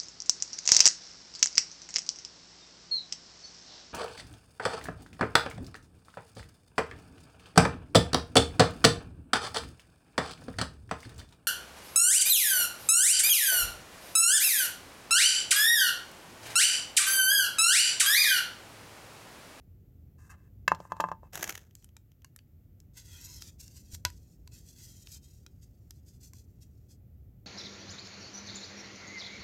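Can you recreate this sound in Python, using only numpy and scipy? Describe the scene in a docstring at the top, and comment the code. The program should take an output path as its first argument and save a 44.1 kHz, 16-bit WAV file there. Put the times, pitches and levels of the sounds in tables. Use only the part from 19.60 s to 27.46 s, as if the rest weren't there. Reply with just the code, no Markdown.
"""Outdoors, close up: a cardboard box of cartridges is lifted off a gel block and put down on a table,
where it rocks and rattles, each landing ringing its modes. A wooden ruler is dragged off the table
with a gritty rasp, ticks in the hand, knocks once and is slid into place along the block, its grain
hissing. The bumped block gives a soft thump. Behind it all lie a distant rumble and a thin hiss."""
import sys
import numpy as np
from scipy import signal
from scipy.fft import rfft, irfft
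from scipy.io import wavfile

SR = 44100
rng = np.random.default_rng(int(sys.argv[2]) if len(sys.argv) > 2 else 0)


def int16_out(signal):
    """Quantize to a 16-bit WAV file."""
    q = np.round(np.clip(np.atleast_2d(signal).T, -1, 1) * 32767)
    wavfile.write(sys.argv[1], SR, q.astype(np.int16))


N = 346626
TIME = np.arange(N) / SR
AGE = TIME[:SR // 3]   # s since a blow


def from_db(db):
    """Amplitude of a level."""
    return 10 ** (np.asarray(db) / 20)


def unit_rms(x):
    """Scale to rms 1."""
    return x / np.sqrt(np.mean(x ** 2) + 1e-20)


def unit_blow(x):
    """Scale to the energy of 10 ms at rms 1."""
    return x / np.sqrt(np.sum(x ** 2) / (SR / 100) + 1e-20)


def add(track, t, sound):
    """Mix a sound in at t seconds."""
    at = int(round(t * SR))
    track[at:at + len(sound)] += sound[:N - at]


def coloured(x, spectrum, size=8192):
    """Minimum-phase filter with the given spectrum."""
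    hz, db = np.transpose(spectrum)
    grid_hz = np.maximum(np.arange(size // 2 + 1), 1) * SR / size
    magnitude = from_db(np.interp(np.log(grid_hz), np.log(hz), db))
    cepstrum = irfft(np.log(magnitude))
    cepstrum[1:size // 2] *= 2
    cepstrum[size // 2 + 1:] = 0
    return signal.fftconvolve(x, irfft(np.exp(rfft(cepstrum))))[:len(x)]


def contact(x, hz, q):
    """Band-pass: a contact favours the frequencies that suit its duration."""
    w = 2 * np.pi * hz / SR
    damping = np.sin(w) / (2 * q)
    return signal.lfilter([damping, 0, -damping], [1 + damping, -2 * np.cos(w), 1 - damping], x)


def fade(t60_s):
    """Exponential decay after a blow."""
    return np.exp(-np.log(1000) * AGE / t60_s)


def ringing(modes, t60_scale=1):
    """Sum of decaying modes; the grip scales their ring time."""
    return sum(from_db(db) * np.sin(2 * np.pi * hz * AGE) * fade(t60_s * t60_scale)
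               for hz, db, t60_s in modes)


def crunch(t60_s, grit):
    """One sharp touch, then a burst of tiny ones."""
    force = grit * rng.standard_normal(len(AGE)) * fade(t60_s)
    force[0] += 1
    return force


def grains(per_s, spread_db):
    """Random micro-slips of uneven size; rms 1."""
    sizes = from_db(spread_db * np.minimum(rng.exponential(1, N), 4))
    signs = rng.choice([-1, 1], N)
    return unit_rms(sizes * signs * (rng.random(N) < per_s / SR))


def flutter(per_s, depth_db):
    """Randomly wandering factor around 1."""
    knots = rng.standard_normal(N // 20)
    return from_db(depth_db * np.interp(TIME * per_s, np.arange(len(knots)), knots))


def stroke(start_s, hold_s, attack_s=0.028, release_s=0.12):
    """Envelope of a hand movement: rise, hold, 60 dB decay."""
    out, age = np.zeros(N), TIME[:int((hold_s + release_s) * SR)]
    rise = np.minimum(age / attack_s, 1)
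    decay = np.exp(-np.log(1000) * np.maximum(age - hold_s, 0) / release_s)
    add(out, start_s, rise * decay)
    return out


# Box landings: t/s, thud level/dB, contact f/Hz, crack level/dB
BOX_LANDINGS = [(1.0788, -26, 2050, -35.5), (1.0806, -22.5, 1929, -38.5), (1.1180, -19, 1100, -50.5),
                (1.148, -50.5, 1220, -53), (1.2027, -43, 640, -60.5), (1.2524, -50, 904, -76),
                (1.3200, -30, 1004, -54.5), (1.367, -50, 1010, -65), (1.4004, -26, 860, -58),
                (1.4038, -28, 1080, -38.5), (1.44, -25.5, 1020, -65), (1.487, -39, 1040, -62.5),
                (1.5162, -32, 922, -59), (1.6320, -51.5, 643, -85.5)]
# Loaded box modes: f/Hz, level/dB, t60/s
BOX_MODES = [(176, -0.5, 0.17), (328, -12.5, .08), (430, -12.5, .04), (600, -5, 0.04), (720, -7.5, 0.03),
             (894, -11, 0.14), (1030, -7.5, 0.079), (1106, 8.5, .011), (1074, -8.5, 0.035), (1210, -7, .06),
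             (1360, -15, 0.053), (1600, 3.5, 0.023), (1725, -5, 0.036), (2016, -8.5, 0.036),
             (2630, 1, 0.037), (3050, -13.5, .02), (3770, -5, 0.014)]
# Hand damping, easing off: t/s, t60 factor
BOX_GRIP = [(1.12, 0.67), (1.4, 1.1)]
# Cardboard corner crack: f/Hz, level/dB
CRACK_SPECTRUM = [(500, -16.5), (2500, -1), (4200, -2), (5500, -1), (7300, -1.5), (9000, -16.5),
                  (11500, -7.5), (13500, -16.5), (16000, -21.5)]


def box_knocks():
    """Each landing thuds through the box's modes; the corner that hits cracks."""
    out = np.zeros(N)
    for t, thud_db, hz, crack_db in BOX_LANDINGS:
        modes = ringing(BOX_MODES, t60_scale=np.interp(t, *np.transpose(BOX_GRIP)))
        soft_cardboard = signal.butter(2, 1.4 * hz, fs=SR, output="sos")
        thud = signal.sosfilt(soft_cardboard, contact(modes, hz, q=1.6))
        crack = coloured(crunch(t60_s=0.024, grit=0.6), CRACK_SPECTRUM)
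        add(out, t, from_db(crack_db) * unit_blow(crack))
        for hit_s, loss_db in [(t, 0)] + cartridge_bounces(t):
            add(out, hit_s, from_db(thud_db - loss_db) * unit_blow(thud))
    return out


def cartridge_bounces(t, let_go_s=1.38, gap_s=0.0076, loss_db=12.5):
    """Once the hand lets go, the load rebounds twice per landing: t/s, loss/dB."""
    rebounds = [(t + gap_s * k * rng.uniform(0.83, 1.1), loss_db * k) for k in (1, 2)]
    return rebounds if t > let_go_s else []


# Box rubs, load shuffles: t/s, hold/s, body level/dB, body f/Hz, hiss level/dB
BOX_RUBS = [(0.577, 0.1, -69.5, 1550, -72.5), (0.692, 0.023, -54.5, 1680, -59.5),
            (0.715, 0.027, -56.5, 1230, -89), (0.768, 0.11, -77, 1660, -87.5),
            (1.178, 0.097, -64.5, 1400, -73.5), (1.293, .025, -56, 1150, -75),
            (1.35, .15, -57.5, 1010, -78), (1.622, 0.048, -64.5, 800, -84)]
# Sliding friction, box and ruler: f/Hz, level/dB
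FRICTION_SPECTRUM = [(1410, -49), (2400, -12.5), (2620, -14), (2930, -16.5), (3300, -13.5), (4940, 0),
                     (7010, 2), (10500, -10), (12900, -3.5), (16000, -19.5)]


def box_rubs():
    """Friction rings the box and adds a papery hiss."""
    slips = grains(per_s=5300, spread_db=3)
    hollow = signal.fftconvolve(slips, ringing(BOX_MODES))[:N]
    hiss = unit_rms(contact(coloured(slips, FRICTION_SPECTRUM), hz=9440, q=0.98))
    out = np.zeros(N)
    for t, hold_s, body_db, hz, hiss_db in BOX_RUBS:
        body = unit_rms(contact(hollow, hz, q=2))
        push = stroke(t, hold_s, attack_s=0.014, release_s=0.083)
        out += push * (from_db(body_db) * body + from_db(hiss_db) * hiss)
    return out


# Hard catches on the rough table: t/s, level/dB
RULER_SNAGS = [(1.732, -48), (1.7547, -38), (1.7750, -40.5), (1.8092, -47.5), (1.8262, -37.5),
               (1.8294, -34.5), (1.841, -37), (1.876, -42), (1.892, -39), (1.895, -38), (1.9057, -47),
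               (1.9243, -48), (1.9520, -39), (1.9763, -44)]
# Grit under the ruler: f/Hz, level/dB
RASP_SPECTRUM = [(88, -10), (150, 6.5), (244, -3), (368, 3), (422, -1.5), (888, -1.5), (1140, -8.5),
                 (1660, -1.5), (2450, -10.5), (2920, -8.5), (4490, -16.5), (6390, -5.5), (9260, -19.5),
                 (12400, -10.5), (16000, -18.5)]


def ruler_drag(level_db=-48.5, catches_per_s=90, catch_db=-5, catch_spread_db=3):
    """Grit grinds under the ruler; snags and small random catches let go in brighter bursts."""
    pull = from_db(level_db) * stroke(start_s=1.724, hold_s=0.16, attack_s=0.012, release_s=0.4)
    catches = pull * (rng.random(N) < catches_per_s / SR)
    catches *= from_db(catch_db + catch_spread_db * rng.uniform(-1, 1, N))
    for t, db in RULER_SNAGS:
        add(catches, t, [from_db(db)])
    bursts = signal.fftconvolve(catches, unit_blow(fade(t60_s=0.011) - fade(t60_s=0.004)))[:N]
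    grind = unit_rms(coloured(grains(per_s=5000, spread_db=3.5), RASP_SPECTRUM))
    grind *= flutter(per_s=250, depth_db=3.5)
    fine_grit = coloured(grains(per_s=14000, spread_db=5), RASP_SPECTRUM)
    return pull * grind + bursts * unit_rms(contact(fine_grit, hz=4960, q=0.34))


# Ruler contacts: t/s, tick level/dB, tick f/Hz, ring level/dB
RULER_TAPS = [(2.1519, -52, 7300, -72.5), (2.2440, -56, 9300, -65.5), (2.3668, -56, 6310, -58.5),
              (2.6460, -54.5, 6670, -55.5), (2.7620, -52.5, 9600, -61), (2.7890, -61, 2960, -66.5),
              (3.2018, -61.5, 6550, -80), (3.8212, -45.5, 4530, -56.5), (4.0789, -55.5, 6000, -79),
              (4.349, -50.5, 5930, -55), (4.4505, -27, 4500, -30.5), (4.5018, -56, 7030, -61),
              (4.875, -56.5, 5100, -64), (5.4708, -52.5, 3440, -84), (5.864, -55.5, 5550, -58),
              (6.3073, -50, 5190, -66.5), (6.7341, -56, 6595, -64.5)]
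# Ruler bending modes: f/Hz, level/dB, t60/s
RULER_MODES = [(336.7, -15.5, 0.15), (625, -9.5, .05), (983, -2.5, .075), (1483, -4.5, 0.066),
               (1610, -5.5, 0.05), (1983, 4, 0.024), (2150, -10, 0.04), (2590, -6.5, 0.054),
               (3380, -3.5, .04), (3893, -2, 0.035), (4080, -5.5, 0.089)]
# Hardwood tick: f/Hz, level/dB
TICK_SPECTRUM = [(300, -7), (1500, -7.5), (2800, -6), (3900, -8), (5900, -2), (7100, -4.5), (8000, -5.5),
                 (9500, -11.5), (12800, 2), (16000, -20.5)]


def ruler_taps(knock_above_db=-45):
    """A hard tick spreads along the strip; the wood rings briefly."""
    out = np.zeros(N)
    for t, tick_db, hz, ring_db in RULER_TAPS:
        if ring_db > knock_above_db:   # square blow: the whole strip rings
            force = crunch(t60_s=0.028, grit=0.057)
            wood = contact(ringing(RULER_MODES), hz=1240, q=0.752)
        else:   # glancing touch near the fingers
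            force = crunch(t60_s=0.012, grit=0.11)
            wood = contact(ringing(restruck(RULER_MODES), t60_scale=0.38), hz=1980, q=0.8)
        tick = dispersed(contact(coloured(force, TICK_SPECTRUM), hz, q=1.8))
        add(out, t, from_db(tick_db) * unit_blow(tick) + from_db(ring_db) * unit_blow(wood))
    return out


def restruck(modes, scatter_db=6, detune=0.093):
    """Each grip and contact point favours other modes and shifts their pitch."""
    shift = np.exp(detune * rng.standard_normal())
    return [(hz * shift, db + scatter_db * rng.standard_normal(), t60_s) for hz, db, t60_s in modes]


def dispersed(x, delay_scale_s=0.005):
    """Higher bending waves run faster, so the treble arrives first."""
    khz = np.fft.rfftfreq(2 * len(x), 1000 / SR)
    phase = 2000 * np.pi * delay_scale_s * (2 * np.sqrt(khz + 0.2) - khz / 4.5)
    return irfft(rfft(x, 2 * len(x)) * np.exp(-1j * (phase - phase[0])))[:len(x)]


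def ruler_slides():
    """Sliding wood grain hisses and excites the hand-damped bending modes."""
    hiss_gain, wood_gain = ruler_motion()
    slips = grains(per_s=10000, spread_db=3.5) * flutter(per_s=90, depth_db=3)
    hiss = unit_rms(coloured(slips, FRICTION_SPECTRUM))
    force = grains(per_s=8000, spread_db=2)
    modes = signal.fftconvolve(force, ringing(RULER_MODES, t60_scale=0.35))[:N]
    # the modes drift a few percent as the contact point travels
    warped_s = np.cumsum(flutter(per_s=7, depth_db=0.35)) / SR
    wood = unit_rms(contact(np.interp(warped_s, TIME, modes), hz=3100, q=4))
    return gap_echo(block_reflections(hiss_gain * hiss + wood_gain * wood))


# Hiss of the three long slides, following their speed: t/s, level/dB
SLIDE_AWAY = [(3.335, -80.8), (3.377, -49), (3.437, -64), (3.539, -53.5), (3.575, -52.5), (3.689, -52),
              (3.892, -56), (3.922, -73.6), (3.948, -80)]
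SLIDE_BACK = [(3.982, -83), (4.0, -52.5), (4.072, -61.5), (4.144, -63), (4.174, -52.5), (4.227, -70.5),
              (4.305, -62), (4.347, -45), (4.371, -68.5), (4.409, -74)]
SLIDE_HOME = [(4.902, -91), (4.92, -57), (4.974, -55), (5.034, -68.5), (5.087, -59.5), (5.147, -65),
              (5.189, -53.5), (5.441, -63), (5.524, -55), (5.572, -51.5), (5.602, -83), (5.644, -61.5),
              (5.85, -78.5)]
# Short pushes: t/s, hold/s, hiss level/dB
RULER_NUDGES = [(2.15, 0.095, -72.5), (4.475, 0.27, -71.5), (6.009, 0.017, -57), (6.318, 0.078, -72.5),
                (6.457, 0.029, -59.5), (6.518, 0.026, -64), (6.599, 0.063, -58), (6.73, 0.065, -62.5),
                (7.003, 0.023, -58), (7.282, 0.036, -60.5)]


def ruler_motion(tremor_db=-83):
    """Hiss and wood gains of slides, pushes and unsteady hold; a looser hold rings more."""
    nudges = sum(from_db(db) * stroke(t, hold_s) for t, hold_s, db in RULER_NUDGES)
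    tremor = from_db(tremor_db) * stroke(start_s=3.35, hold_s=3.95)
    moves = [(slide_gain(SLIDE_AWAY), -7),   # hiss gain, wood re hiss/dB
             (slide_gain(SLIDE_BACK), -12.5),
             (slide_gain(SLIDE_HOME), -13),
             (np.hypot(nudges, tremor), -16)]
    hiss_gain = np.sqrt(sum(gain ** 2 for gain, _ in moves))
    wood_gain = np.sqrt(sum((gain * from_db(wood_db)) ** 2 for gain, wood_db in moves))
    return hiss_gain, wood_gain


def slide_gain(curve):
    """Gain along a level curve; silent outside it."""
    t, db = np.transpose(curve)
    return from_db(np.interp(TIME, t, db)) * (TIME >= t[0]) * (TIME <= t[-1])


def block_reflections(x, delays_s=(0.0007, 0.0011, 0.0019)):
    """The block's face reflects over paths that move with the hand, rippling the colour."""
    paths_s = [delay_s * flutter(per_s=9, depth_db=0.8) for delay_s in delays_s]
    reflected = sum(np.interp(TIME - path_s, TIME, x) for path_s in paths_s)
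    return 0.86 * (x + 0.34 * reflected)


# Gap opened by the lifting ruler: t/s, delay/s, reflection gain
GAP_ECHO = [(3.55, .000135, 0), (3.69, .000165, .45), (3.82, .000187, .55), (3.9, .0002, 0)]


def gap_echo(x, bounces=3):
    """The hiss bounces back and forth in the widening gap."""
    t, delays_s, gains = np.transpose(GAP_ECHO)
    delay_s, gain = np.interp(TIME, t, delays_s), np.interp(TIME, t, gains)
    echoed = x
    for _ in range(bounces):
        echoed = x + gain * np.interp(TIME - delay_s, TIME, echoed)
    return echoed * np.sqrt(1 - gain ** 2)


def finger_ticks(start_s=2.03, span_s=0.61, count=5, level_db=-69.5):
    """Fingers shift on the ruler with faint, dull ticks."""
    touch = coloured(crunch(t60_s=0.013, grit=0.39), TICK_SPECTRUM)
    tick = from_db(level_db) * unit_blow(contact(touch, hz=2960, q=0.83))
    out = np.zeros(N)
    for k, jitter in enumerate(rng.random(count)):
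        add(out, start_s + span_s * (k + jitter) / count, tick)
    return out


# Bumps against the gel block: t/s, level/dB
GEL_BUMPS = [(4.333, -36), (4.4522, -31.5)]


def gel_bumps(hz=84, t60_s=0.11):
    """The heavy block wobbles with a soft, low thump."""
    out = np.zeros(N)
    for t, db in GEL_BUMPS:
        add(out, t, from_db(db) * np.sin(2 * np.pi * hz * AGE) * fade(t60_s))
    return out


# Scatter off table and ground: f/Hz, level/dB
SCATTER_SPECTRUM = [(150, 5), (500, -3), (1200, -7), (2500, -3), (6000, -5), (16000, -4)]


def outdoors(x, wet_db=-16.5, t60_s=0.17, onset_s=0.002):
    """Nearby surfaces add a faint, short tail."""
    tail = coloured(rng.standard_normal(len(AGE)), SCATTER_SPECTRUM)
    tail *= fade(t60_s) * (1 - np.exp(-AGE / onset_s))
    tail /= np.sqrt(np.sum(tail ** 2))
    return x + from_db(wet_db) * signal.fftconvolve(x, tail)[:N]


# Distant rumble: f/Hz, level/dB
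RUMBLE_SPECTRUM = [(15, -55.5), (26, -28), (48, -3.5), (85, 0), (135, -7.5), (180, -14), (290, -20.5),
                   (420, -27.5), (780, -39.5), (1200, -65.5), (2000, -110)]
# Rumble swell: t/s, level/dB
RUMBLE_LEVELS = [(0, -55), (1.0, -53), (2.6, -59), (3.7, -52.5), (6.2, -54.5), (7.86, -53)]
# Open-air hiss: f/Hz, level/dB
AIR_SPECTRUM = [(410, -27), (700, -13.5), (910, -19), (1310, -13.5), (1660, -18), (1870, -15.5),
                (4150, -23), (7390, -21), (9110, -27.5), (14000, -10.5), (16000, -15.5)]


def background(hiss_db=-78):
    """A slowly swelling distant rumble and a thin, steady hiss."""
    rumble_db = np.interp(TIME, *np.transpose(RUMBLE_LEVELS))
    rumble = unit_rms(coloured(rng.standard_normal(N + SR), RUMBLE_SPECTRUM)[SR:])
    hiss = unit_rms(coloured(rng.standard_normal(N), AIR_SPECTRUM))
    return from_db(rumble_db) * rumble + from_db(hiss_db) * hiss


def scene():
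    """Box, ruler and block in the open air; mono."""
    box = box_rubs() + box_knocks()
    ruler = ruler_drag() + ruler_taps() + ruler_slides() + finger_ticks()
    return (outdoors(box + ruler + gel_bumps()) + background())[None]


def record(dry):
    """Steep low-pass at 15.9 kHz."""
    return signal.sosfilt(signal.ellip(10, 0.2, 70, 15900, fs=SR, output="sos"), dry)


dry = scene()
out = record(dry)
int16_out(out)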